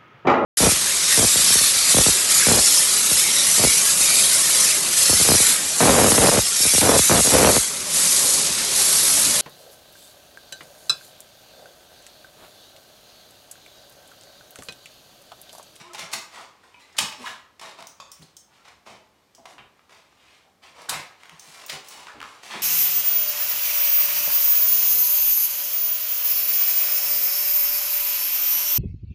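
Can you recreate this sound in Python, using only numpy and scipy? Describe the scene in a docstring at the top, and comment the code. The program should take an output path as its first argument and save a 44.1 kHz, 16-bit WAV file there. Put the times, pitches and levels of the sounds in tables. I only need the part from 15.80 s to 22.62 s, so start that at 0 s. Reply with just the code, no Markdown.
"""Scrapes, dull thumps and loud steel clanks: a tire is levered off its rim in a garage.
The tool scrapes in tiny jerks, the tire thumps as it flexes, and slipping rubber squeaks and judders.
The lever clanks in the steel stand of a hand tire changer, and both ring. The strained wheel pings;
the tool taps, snaps free and finally drags off the tire in two long slides.
A faint, breath-like hiss comes and goes. The bare room echoes all of this over a steady hush."""
import sys
import numpy as np
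from scipy import signal
from scipy.fft import rfft, irfft, next_fast_len
from scipy.io import wavfile
from scipy.ndimage import uniform_filter1d

SR = 44100
rng = np.random.default_rng(int(sys.argv[2]) if len(sys.argv) > 2 else 0)


def waveform_to_disk(signal):
    """Save audio, clipped to [-1, 1], as 16-bit WAV at the path in sys.argv[1]."""
    frames = np.transpose(np.atleast_2d(signal))
    scaled = np.clip(frames, -1, 1) * 32767
    samples = np.round(scaled).astype(np.int16)
    wavfile.write(sys.argv[1], SR, samples)


N = 300762

# Below, "hardness" is how bright a contact sounds and "bite" is how much it rasps.
# A "ring time" (t60) is how long a sound takes to fade by 60 dB.
# The lever slams against its stop: (time [s], level [dB], contact decay [s], hardness [dB], bite [dB],
# level of the slack's rattle against the slam [dB], head start of that rattle [s])
SLAM_HITS = [(0.333, -21, 0.0094, 0, -2, -18.5, 0.018), (1.1856, -11, 0.0062, 6.5, 2.5, -27.5, 0.019),
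             (5.0932, -20, 0.0096, 10.5, -4, -35, 0.0044), (5.8956, -25, 0.0077, -1.5, 2.5, -17, 0.014)]
# Tone colour of the steel: (frequency [Hz], level [dB])
STEEL_COLOUR = [(30, -54), (70, -31.5), (150, -15), (240, -15.5), (380, -10), (620, -3), (860, 0.5),
                (1100, 0.5), (1500, -5.5), (2500, -4.5), (4000, -6), (8000, -12), (11000, -17.5),
                (13000, -24.5), (16000, -27.5)]
# Tone colour that sliding adds: (frequency [Hz], level [dB])
RUB_COLOUR = [(40, -13), (90, -1.5), (250, 2.5), (900, -0.5), (2000, 3), (5000, 1.5), (12000, 0)]


def gain_of(db):
    """Turns decibels into a factor to multiply a sound by."""
    return 10 ** (np.asarray(db) / 20)


def evened(x):
    """Scales a signal to an average strength (rms) of 1."""
    return x / np.sqrt(np.mean(x ** 2) + 1e-20)


def read(points, hz):
    """Reads a curve of (frequency, value) points, with octaves evenly spaced."""
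    point_hz, value = np.transpose(points)
    return np.interp(np.log(hz + 1), np.log(point_hz + 1), value)


def seconds(length):
    """The time of each sample in a sound of this length."""
    return np.arange(int(length * SR)) / SR


def add(mix, s, sound):
    """Mixes a sound in, starting at s seconds."""
    part = mix[max(round(s * SR), 0):][:len(sound)]
    part += sound[:len(part)]


def coloured(x, *curves, size=2048):
    """Shapes the tone by the sum of the dB curves; white noise would keep its strength."""
    hz = abs(np.fft.fftfreq(size, 1 / SR))
    log_gain = np.log(gain_of(sum(read(points, hz) for points in curves)))
    response = np.exp(signal.hilbert(log_gain).conj())  # nothing sounds ahead of its cause
    taps = np.fft.ifft(response).real[:size // 2]
    return signal.fftconvolve(x, taps / np.linalg.norm(taps))[:len(x)]


def contact(colour, hardness_db, bite_db=0):
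    """Tone curves of one contact: hard edges are bright, padded ones dull, digging ones rasp."""
    # Brightness of a harder contact: (frequency [Hz], boost [dB per dB of hardness])
    harder = [(250, 0.18), (900, 0), (2000, 0.09), (5000, 0.53), (12000, 1)]
    # Rasp of an edge digging in: (frequency [Hz], boost [dB per dB of bite])
    biting = [(900, 0), (2100, 1), (3200, 0.96), (5500, 0.3), (11000, 0)]
    brightness = [(hz, hardness_db * share) for hz, share in harder]
    rasp = [(hz, bite_db * share) for hz, share in biting]
    return colour, brightness, rasp


def uneven(ripple_db=1.27, count=48):
    """A randomly bumpy tone curve: each point of contact favours different resonances."""
    hz = np.linspace(np.sqrt(400), np.sqrt(12000), count) ** 2
    return np.transpose([hz, ripple_db * rng.standard_normal(count)])


def swell(t, rise, length):
    """Loudness grows during the rise, then eases off to nothing."""
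    return np.sin(np.pi / 2 * np.interp(t, [0, rise, length], [0, 1, 0])) ** 2


def grainy_noise(t, ticks_per_s=1500, smooth_db=-5, spread_db=0.5):
    """A swarm of tiny uneven ticks over smooth noise, like surfaces that stick and slip."""
    smooth, direction = rng.standard_normal((2, len(t)))
    sizes = gain_of(spread_db * np.minimum(rng.exponential(1, len(t)), 4))
    has_tick = rng.random(len(t)) < ticks_per_s / SR
    ticks = evened(np.sign(direction) * sizes * has_tick)
    return evened(ticks + gain_of(smooth_db) * smooth)


def partials(tones, t, detune=0., count=1):
    """Metal's own tones: count fading sines for each, off pitch by up to the share detune."""
    hz, db, t60 = np.repeat(np.array(tones, float), count, axis=0).T[:, :, None]
    hz = hz * (1 + detune * rng.uniform(-0.94, 1, hz.shape))
    sines = gain_of(db) * np.exp(-np.log(1000) * t / t60) * np.sin(2 * np.pi * hz * t)
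    return sines / np.sqrt(np.sum(gain_of(db) ** 2) / 2)


def ring(sines):
    """Adds up the tones; the spot that is struck decides which way each one first swings."""
    return np.sign(rng.standard_normal(len(sines))) @ sines


def still_air(level_db=-64.5):
    """The faint steady hush of the garage."""
    # Tone colour of the hush: (frequency [Hz], level [dB])
    hush_colour = [(15, -35), (25, -13.5), (55, -6.5), (78, 0), (115, -5), (344, -4), (1070, -7.5),
                   (1480, -12), (2110, -15), (2690, -20), (3430, -17), (5000, -18), (10700, -26),
                   (14800, -26), (16000, -37)]
    size = next_fast_len(N, True)
    hz = np.fft.rfftfreq(size, 1 / SR)
    spectrum = rfft(rng.standard_normal(size)) * gain_of(read(hush_colour, hz))
    return gain_of(level_db) * evened(irfft(spectrum, size)[:N])


def scrapes_and_hisses():
    """Short bursts of grainy noise swell and ease off, heard as scrapes or soft hisses."""
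    # Bursts: (time [s], rise [s], length [s], level [dB], hardness [dB], bite [dB])
    bursts = [(0.0, 0.0004, 0.055, -43.5, -2.5, 0.5), (0.127, 0.028, 0.042, -38.5, 0, -2),
              (0.174, 0.019, 0.12, -37, 2.5, 2.5), (0.489, 0.077, 0.21, -44, -3.5, -0.5),
              (0.828, 0.012, 0.096, -57.5, -8.5, -8), (0.986, 0.017, 0.1, -56.5, 1, -2.5),
              (1.201, 0.012, 0.046, -35.5, -2, -3), (1.359, 0.077, 0.2, -44, -3, -4),
              (1.441, 0.027, 0.12, -39, 14, 13.5), (1.806, 0.019, 0.18, -42, -4, -1.5),
              (1.968, 0.023, 0.076, -44.5, -9, -4), (2.409, 0.014, 0.046, -51.5, 9, -3),
              (2.843, 0.011, 0.12, -51.5, -8.5, -2), (3.052, 0.018, 0.17, -49, -3.5, 0),
              (3.66, 0.043, 0.12, -53.5, 1, -3.5), (4.098, 0.013, 0.21, -54.5, -5, -0.5),
              (4.356, 0.075, 0.26, -64.5, -6.5, 12), (4.815, 0.022, 0.16, -50.5, -2.5, 3),
              (4.922, 0.069, 0.23, -47.5, -11.5, -4), (5.101, 0.013, 0.18, -38, -5, 5),
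              (5.37, 0.046, 0.61, -57, -4, -1), (5.9, 0.03, 0.087, -38, 3, -1.5),
              (6.434, 0.02, 0.26, -52.5, -0.5, -4), (6.623, 0.011, 0.55, -44.5, 5, 0.5),
              (6.689, 0.035, .15, -36, -7, 6)]
    out, t = np.zeros(N), seconds(.45)
    for s, rise, length, db, hardness_db, bite_db in bursts:
        noise = swell(t, rise, length) * grainy_noise(t)
        burst = coloured(noise, STEEL_COLOUR, uneven(), *contact(RUB_COLOUR, hardness_db, bite_db))
        add(out, s, gain_of(db) * burst)
    return out


def faint_hiss():
    """A faint, breath-like hiss that swells and fades."""
    # Loudness of the hiss: (time [s], level [dB])
    levels = [(0, -55.5), (.8, -66), (1.1, -59.5), (1.7, -73.5), (2.4, -64.5), (2.66, -81), (2.74, -59),
              (3.0, -74.5), (3.4, -72.5), (3.95, -73), (4.25, -68.5), (4.55, -57.5), (4.75, -81),
              (5.0, -65), (5.38, -65.5), (6.82, -56)]
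    t = np.arange(N) / SR
    hiss = grainy_noise(t) * gain_of(np.interp(t, *np.transpose(levels)))
    return coloured(hiss, STEEL_COLOUR, *contact(RUB_COLOUR, hardness_db=-1, bite_db=4))


def gliding_peaks(noise, depth_db=1.8, peaks_per_octave=4, max_octaves_per_s=2.5, count=16):
    """Gentle peaks in the tone glide up and down, as when a contact travels along the rim."""
    hz, t, spectrum = signal.stft(noise, SR, nperseg=1024, noverlap=768)
    octave = np.log2(hz + 1)[:, None]
    ripple = 0
    for spacing, speed, start in rng.uniform(-1, 1, (count, 3)):
        gliding = octave + max_octaves_per_s * speed * t
        ripple += np.cos(2 * np.pi * (peaks_per_octave * (1 + spacing / 2) * gliding + start))
    gain = evened(gain_of(depth_db * evened(ripple)))
    return signal.istft(spectrum * gain, SR, nperseg=1024, noverlap=768)[1][:N]


def thumps(sag=0.092, puff_db=-5):
    """The tire and the stand's foot flex: a low, sagging note with a dull puff."""
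    # Thumps on their own: (time [s], level [dB], pitch [Hz], length [s])
    flexes = [(0.0, -50.5, 158, 0.032), (0.208, -46.5, 168, 0.056), (1.376, -46, 247, 0.08),
              (2.388, -48.5, 154, 0.074), (3.584, -58, 249.6, 0.042), (3.725, -58.5, 295, 0.058),
              (5.145, -47, 147.5, 0.087), (5.513, -55.5, 165.4, 0.054), (5.671, -57.5, 156, 0.039),
              (5.92, -50.5, 148, 0.062), (6.134, -60.5, 279, 0.093), (6.336, -53.5, 298, 0.085),
              (6.738, -48, 180, 0.042)]
    # Every slam shakes the tire: (delay [s], level against the slam [dB], pitch [Hz], length [s])
    shakes = [(.006, -33.5, 150.3, 0.081), (.008, -33, 220, 0.064), (0.016, -40.5, 125, .06)]
    after_slams = [(s + delay, db + shake_db, hz, length)
                   for s, db, *_ in SLAM_HITS for delay, shake_db, hz, length in shakes]
    out = np.zeros(N)
    for s, db, hz, length in flexes + after_slams:
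        t = seconds(length)
        note = np.sin(2 * np.pi * hz * t * (1 + sag * (1 - t / length)))
        band = signal.butter(2, [hz / 2, hz * 2], "band", fs=SR)
        puff = evened(signal.lfilter(*band, rng.standard_normal(len(t))))
        add(out, s, gain_of(db) * np.sin(np.pi * t / length) * (note + gain_of(puff_db) * puff))
    return out


def squeaks(jitter=0.02):
    """Where rubber or the pivot slips evenly, it squeaks in short wavering glides."""
    # Squeaks: (time [s], length [s], level [dB], start pitch [Hz], end pitch [Hz],
    # overtone an octave up against the main tone [dB])
    glides = [(0.008, 0.115, -53, 322, 369, -18), (0.021, .07, -49.5, 970, 1083, -20),
              (0.095, 0.035, -51, 625, 660, 4), (1.003, 0.059, -56, 1966, 2050, -1),
              (2.419, 0.02, -48.5, 2230, 5830, -9), (2.775, 0.072, -60.5, 1308, 1416, -19)]
    out = np.zeros(N)
    for s, length, db, start_hz, end_hz, octave_db in glides:
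        progress = seconds(length) / length
        waver = evened(uniform_filter1d(rng.standard_normal(len(progress)), 150))
        hz = (start_hz + (end_hz - start_hz) * progress) * (1 + jitter * waver)
        phase = 2 * np.pi * np.cumsum(hz) / SR
        tone = np.sin(phase) + gain_of(octave_db) * np.sin(2 * phase)
        add(out, s, gain_of(db) * np.sin(np.pi * progress) * tone)
    return out


def blows(knock_decay_s=0.0043, slack_decay_s=0.022):
    """Lists the steel blows: a knock is one; a slam rattles its slack, catches an edge, then lands."""
    # Light knocks of lever and tool: (time [s], level [dB], hardness [dB], bite [dB])
    knocks = [(0.133, -36, -3, -12), (0.146, -31.5, -18, -2), (0.18, -34.5, -10, -4), (0.192, -28, -6, -4),
              (.327, -30, -3, -8), (1.324, -32.5, -2, 10), (1.7948, -36, -10, -3.5),
              (1.8125, -36.5, -11.5, -9), (2.004, -39, -16, -12), (2.882, -43.5, -12.5, -2),
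              (3.062, -44, -32, -18), (3.6548, -34.5, -19, -6.5), (4.094, -47.5, -22, -6),
              (4.126, -48, -18, -1), (4.323, -51, -31, -15), (5.017, -44.5, 7, -8), (6.632, -39, -18, -7),
              (6.708, -40, -6, -1)]
    # A slam's catch and landing: (head start [s], level against the slam [dB], decay stretch [factor])
    stages = [(.0036, -10.5, 1), (0, 0.5, 0.91)]
    rows = [(s, db, knock_decay_s, hardness_db, bite_db) for s, db, hardness_db, bite_db in knocks]
    for s, db, decay, hardness_db, bite_db, slack_db, slack_s in SLAM_HITS:
        rows.append((s - slack_s, db + slack_db, slack_decay_s, hardness_db, bite_db))
        for lead, stage_db, stretch in stages:
            rows.append((s - lead, db + stage_db, decay * stretch, hardness_db, bite_db))
    return rows


def clanks(clatter_db=-19, clatter_t60=0.15, seat_s=0.00089, lever_db=-25, stand_db=-28.5):
    """Each blow cracks, makes the frame clatter, and sets the lever and its stand ringing."""
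    # Tones of the lever: (pitch [Hz], level [dB], ring time [s])
    lever_tones = [(2803, -1, .3), (2985, -3, .28), (3591, -1, .3), (3950, 4, .25), (4165, 3, .25),
                   (4208, 0, .25), (5175, 0, .35), (5383, 4, .35), (5719, 1, .3), (5857, 0, .3),
                   (6439, 1, .25), (6912, 0, .25), (7431, -1, .25), (9175, -2, .2)]
    # Tones of the stand: (pitch [Hz], level [dB], ring time [s])
    stand_tones = [(725, -8, .15), (880, -5, .15), (954, 3, .22), (1160, -1, .18), (1250, -3, .18),
                   (1553, -2, .2), (1810, -1, .22), (2025, -1, .22), (2210, 1, .22), (2466, 0, .25)]
    # Tone colour that striking adds: (frequency [Hz], level [dB])
    blow_colour = [(250, -1.5), (620, -5), (900, -3), (2000, 4), (3000, 5.5), (5000, 6.5), (12000, 7.5)]
    out, ring_t = np.zeros(N), seconds(.45)
    t = ring_t[:len(ring_t) // 2]
    clatter = gain_of(clatter_db) * np.exp(-np.log(1000) * t / clatter_t60)
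    seating = 1 - np.exp(-t / seat_s)  # loose joints take a moment to close
    for s, db, decay, hardness_db, bite_db in blows():
        # the changing load shifts the tones from blow to blow
        lever = partials(lever_tones, ring_t, detune=.0015)
        stand = partials(stand_tones, ring_t, detune=.012)
        burst = seating * (np.exp(-t / decay) + clatter) * rng.standard_normal(len(t))
        crack = coloured(burst, STEEL_COLOUR, uneven(), *contact(blow_colour, hardness_db, bite_db))
        lever_gain = gain_of(lever_db + .3 * hardness_db)  # harder blows ring the lever more
        add(out, s, gain_of(db) * crack)
        add(out, s, gain_of(db) * (lever_gain * ring(lever) + gain_of(stand_db) * ring(stand)))
    return out


def judders(rise_share=0.18):
    """The tire's edge slips unevenly over the rim: a rough note that glides as the rubber stretches."""
    # Judders: (time [s], length [s], level [dB], pitch [Hz], fall [share of pitch; below 0 it rises],
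    # width of the noise band [share of pitch])
    rough_notes = [(0.564, 0.076, -43.5, 1112, 0.032, 0.43), (0.829, 0.028, -56, 1580, 0.1, 0.34),
                   (1.135, 0.098, -52.5, 1255, 0.03, 1), (1.196, 0.041, -36.5, 1008, 0.13, 0.26),
                   (1.43, 0.078, -41.5, 976, 0.041, 0.13), (1.455, 0.0425, -33.5, 1551, -0.25, 0.4),
                   (2.675, 0.029, -63, 893, -0.049, 0.36), (2.706, 0.037, -64, 1490, -0.11, 0.31),
                   (2.877, 0.011, -48, 1068, 0.071, 1), (3.063, 0.031, -44.5, 802, 0.16, 0.76),
                   (3.094, 0.027, -47, 595, 0.11, 0.8), (3.133, 0.021, -54.5, 860, 0.16, 0.52),
                   (3.577, 0.036, -52, 750, 0.23, 0.48), (3.78, 0.042, -48, 2710, 0.044, 0.49),
                   (3.784, 0.047, -50.5, 899, .1, 0.91), (4.64, 0.07, -63, 718, 0.1, 0.31),
                   (5.083, 0.045, -34, 1281, -0.0011, .55), (5.11, 0.051, -34.5, 938, 0.34, 0.56),
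                   (5.133, 0.052, -36.5, 2156, 0.093, 0.28), (5.493, 0.11, -55, 1014, .15, 0.2),
                   (6.138, 0.15, -51.5, 1013, -.35, 0.37), (6.276, 0.048, -43, 1560, -0.21, 0.23),
                   (6.33, 0.088, -51.5, 599.4, 0.42, 1), (6.402, 0.046, -45, 1334, 0.03, .35),
                   (6.44, 0.065, -49.5, 1017, 0.24, 0.48), (6.736, 0.06, -45.5, 361, 0.11, 0.66),
                   (6.731, 0.066, -42.5, 1041, 0.34, .8)]
    out = np.zeros(N)
    for s, length, db, hz, fall, width in rough_notes:
        t = seconds(length)
        jerks = rng.standard_normal(len(t)) + 1j * rng.standard_normal(len(t))
        sway = signal.lfilter(*signal.butter(2, width * hz / 2, fs=SR), jerks)
        gliding_hz = hz * (1 + fall * (.5 - t / length))
        tone = np.exp(2j * np.pi * np.cumsum(gliding_hz) / SR)
        add(out, s, gain_of(db) * swell(t, rise_share * length, length) * evened((sway * tone).real))
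    return out


def clinks():
    """The tip of the tool taps the rim and rings briefly."""
    # Taps: (time [s], level [dB])
    taps = [(0.9443, -44.5)]
    # Tones of the tip: (pitch [Hz], level [dB], ring time [s])
    tip_tones = [(975, -5.5, .1), (2350, -5.5, .07), (2537, -1, .05), (2966, -6, .06)]
    out, tip = np.zeros(N), partials(tip_tones, seconds(.25))
    for s, db in taps:
        add(out, s, gain_of(db) * ring(tip))
    return out


def wheel_pings(crack_s=0.0069, crack_db=5.5, ring_db=-8):
    """The wheel's strained metal lets go in thin dry pings: a crack and a high ring."""
    # Pings: (time [s], level [dB], treble tilt [dB per octave])
    pings = [(1.127, -61, -6), (2.0698, -42, 2.5), (2.3166, -40, 2.5), (2.567, -44, 0.5),
             (3.549, -51.5, -2), (5.5954, -44.5, 0), (5.863, -35, 10), (6.085, -38, 7.5)]
    # Tones of the wheel: (pitch [Hz], level [dB], ring time [s])
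    wheel_tones = [(3080, -5, 0.16), (5200, -2.5, 0.08), (6100, 3, 0.05), (6440, 0, .12),
                   (6900, -4.5, 0.12), (8800, 3.5, 0.13), (11400, -4.5, .08), (14500, -7, 0.16),
                   (15480, -3, 0.11)]
    # Tone colour of the crack: (frequency [Hz], level [dB])
    crack_colour = [(500, -37), (2300, -28), (3000, -2.5), (4400, -5), (5800, 8), (7500, -1), (8700, 0),
                    (12500, -17.5), (15000, -6)]
    out, t = np.zeros(N), seconds(.35)
    for s, db, tilt_db in pings:
        wheel = partials(wheel_tones, t, detune=0.012, count=5)
        crack = coloured(np.exp(-t / crack_s) * rng.standard_normal(len(t)), crack_colour)
        ping = gain_of(crack_db) * crack + gain_of(ring_db) * ring(wheel)
        tilt = [(4000, -tilt_db), (16000, tilt_db)]
        add(out, s, gain_of(db) * coloured(ping, tilt))
    return out


def snaps(decay_s=0.0019):
    """The tool sticks and snaps free, muffled by the rubber; a quick run of snaps creaks."""
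    # Moments of letting go: (time [s], level [dB], hardness [dB])
    releases = [(2.025, -31, 3), (3.7818, -40, -6), (3.789, -45, -7), (3.9932, -46, -13),
                (5.4339, -35.5, 1), (5.456, -40.5, 2), (5.495, -34, 4), (6.2692, -28.5, -12),
                (6.3044, -45, -4), (6.4032, -29, -3), (6.4154, -30.5, 1), (6.428, -28.5, -1),
                (6.44, -35.5, -1), (6.457, -36, -7)]
    # Tone colour of the tool pressed on the rim: (frequency [Hz], level [dB])
    snap_colour = [(200, -24.5), (700, -10.5), (1000, 2), (1350, 0.5), (1850, -4), (2300, -2.5),
                   (2750, -2.5), (3300, -4), (4000, -10.5), (7000, -17), (15000, -30.5)]
    out, t = np.zeros(N), seconds(.05)
    for s, db, hardness_db in releases:
        snap = np.exp(-t / decay_s) * rng.choice([-1., 1.], len(t))
        add(out, s, gain_of(db) * coloured(snap, *contact(snap_colour, hardness_db)))
    return out


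def rim_knock(crack_s=0.0069, crack_db=-7):
    """The tool slips and knocks on the rim, which rings in clusters of close tones."""
    # The knock: (time [s], level [dB])
    knocks = [(2.201, -36)]
    # Tones of the rim: (pitch [Hz], level [dB], ring time [s])
    rim_tones = [(550, -2, 0.079), (1094, 1, 0.058), (1290, -5.5, 0.034), (2580, -10, 0.15),
                 (3330, -5, 0.062), (3570, -3, 0.15), (4700, -4, 0.075), (5100, -7, .035), (6600, -9, 0.1),
                 (7200, -12, 0.11), (8020, -16, .08), (11200, -18, .08)]
    out, t = np.zeros(N), seconds(.35)
    rim = partials(rim_tones, t, detune=0.042, count=12)
    for s, db in knocks:
        crack = coloured(np.exp(-t / crack_s) * rng.standard_normal(len(t)), STEEL_COLOUR)
        add(out, s, gain_of(db) * (gain_of(crack_db) * crack + ring(rim)))
    return out


def swing_back(trim_db=-3, chatter_db=1.7, chatter_s=.008):
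    """As the lever swings back, the tool drags off the tire in two long chattering slides."""
    # One list of points for each slide: (time [s], level [dB], hardness [dB])
    slides = [
        [(5.605, -55, 19), (5.639, -51.5, 15), (5.727, -46.5, 10), (5.858, -44, -4)],
        [(6.04, -52.5, 13), (6.125, -43, 7), (6.29, -47.5, -4), (6.39, -62, -22)],
    ]
    out = np.zeros(N)
    for slide in slides:
        times, db, hardnesses = np.transpose(slide)
        t = times[0] + seconds(times[-1] - times[0])
        chatter = evened(uniform_filter1d(rng.standard_normal(N), int(chatter_s * SR)))[:len(t)]
        rub = grainy_noise(t) * gain_of(trim_db + np.interp(t, times, db) + chatter_db * chatter)
        for share, hardness_db in zip(np.eye(len(times)), hardnesses):
            fade = np.interp(t, times, share)  # each point's colour blends into the next
            add(out, times[0], fade * coloured(rub, STEEL_COLOUR, *contact(RUB_COLOUR, hardness_db)))
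    return out


def early_echoes(x, cutoff_hz=3500):
    """The first single echoes; cluttered surfaces scatter their treble away."""
    # Echoes from floor, ceiling, bench and door: (delay [s], level [dB])
    echoes = [(.0021, -24.5), (.0047, -20.5), (.0083, -21.5), (0.0133, -25.5)]
    out, dull = np.zeros(N), signal.lfilter(*signal.butter(1, cutoff_hz, fs=SR), x)
    for s, db in echoes:
        add(out, s, gain_of(db) * dull)
    return out


def reflections(build_s=0.0098, echoes_per_s=5000):
    """The room's answer to one click: dense echoes build up quickly and fade band by band."""
    # How long the garage rings: (frequency [Hz], ring time [s])
    ring_times = [(120, 0.5), (400, 0.5), (1000, 0.54), (3000, 0.43), (6000, 0.3859), (10000, 0.3),
                  (16000, 0.42)]
    # Strength of its echo: (frequency [Hz], level against the direct sound [dB])
    echo_levels = [(120, 6), (900, 0), (3000, -2.5), (7000, -2), (15000, -6.5)]
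    t = seconds(0.77)
    echoes = rng.choice([-1., 1.], len(t)) * (rng.random(len(t)) < echoes_per_s / SR)
    build_up = 1 - np.exp(-(t / build_s) ** 2)
    hz, age, spectrum = signal.stft(echoes * build_up, SR, nperseg=256)
    t60 = read(ring_times, hz)[:, None]
    fading = spectrum * np.exp(-np.log(1000) * age / t60) / np.sqrt(t60)
    tail = signal.istft(fading, SR, nperseg=256)[1]
    scale = gain_of(read(echo_levels, hz))[:, None] / np.linalg.norm(tail)
    return signal.istft(fading * scale, SR, nperseg=256)[1]


def garage(x, blend_s=1.7, count=3):
    """The garage's echo, blended from several patterns so that no single tone stands out."""
    blend = np.arange(N) / SR / blend_s
    shares = [np.sqrt(2 / count) * np.cos(np.pi * (blend + k / count)) for k in range(count)]
    return sum(signal.fftconvolve(x * share, reflections())[:N] for share in shares)


def scene(thump_room_db=-14):
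    """The tire changer a few steps away, its echoes and the hush, in one channel."""
    hits = clanks() + snaps() + clinks()
    noises = gliding_peaks(scrapes_and_hisses() + swing_back() + faint_hiss())
    work = hits + noises + wheel_pings() + rim_knock() + judders() + squeaks()
    thumping = thumps()
    room = early_echoes(work) + garage(work + gain_of(thump_room_db) * thumping)
    return (work + thumping + room + still_air())[None]


def record(dry, low_cut_hz=42, high_cut_hz=16100):
    """Trims away the deepest rumble and the highest treble."""
    without_rumble = signal.lfilter(*signal.butter(3, low_cut_hz, "high", fs=SR), dry)
    treble_cut = signal.firwin(401, high_cut_hz, window=("kaiser", 9), fs=SR)
    return signal.oaconvolve(without_rumble, treble_cut[None], "same")


dry = scene()
out = record(dry)
waveform_to_disk(out)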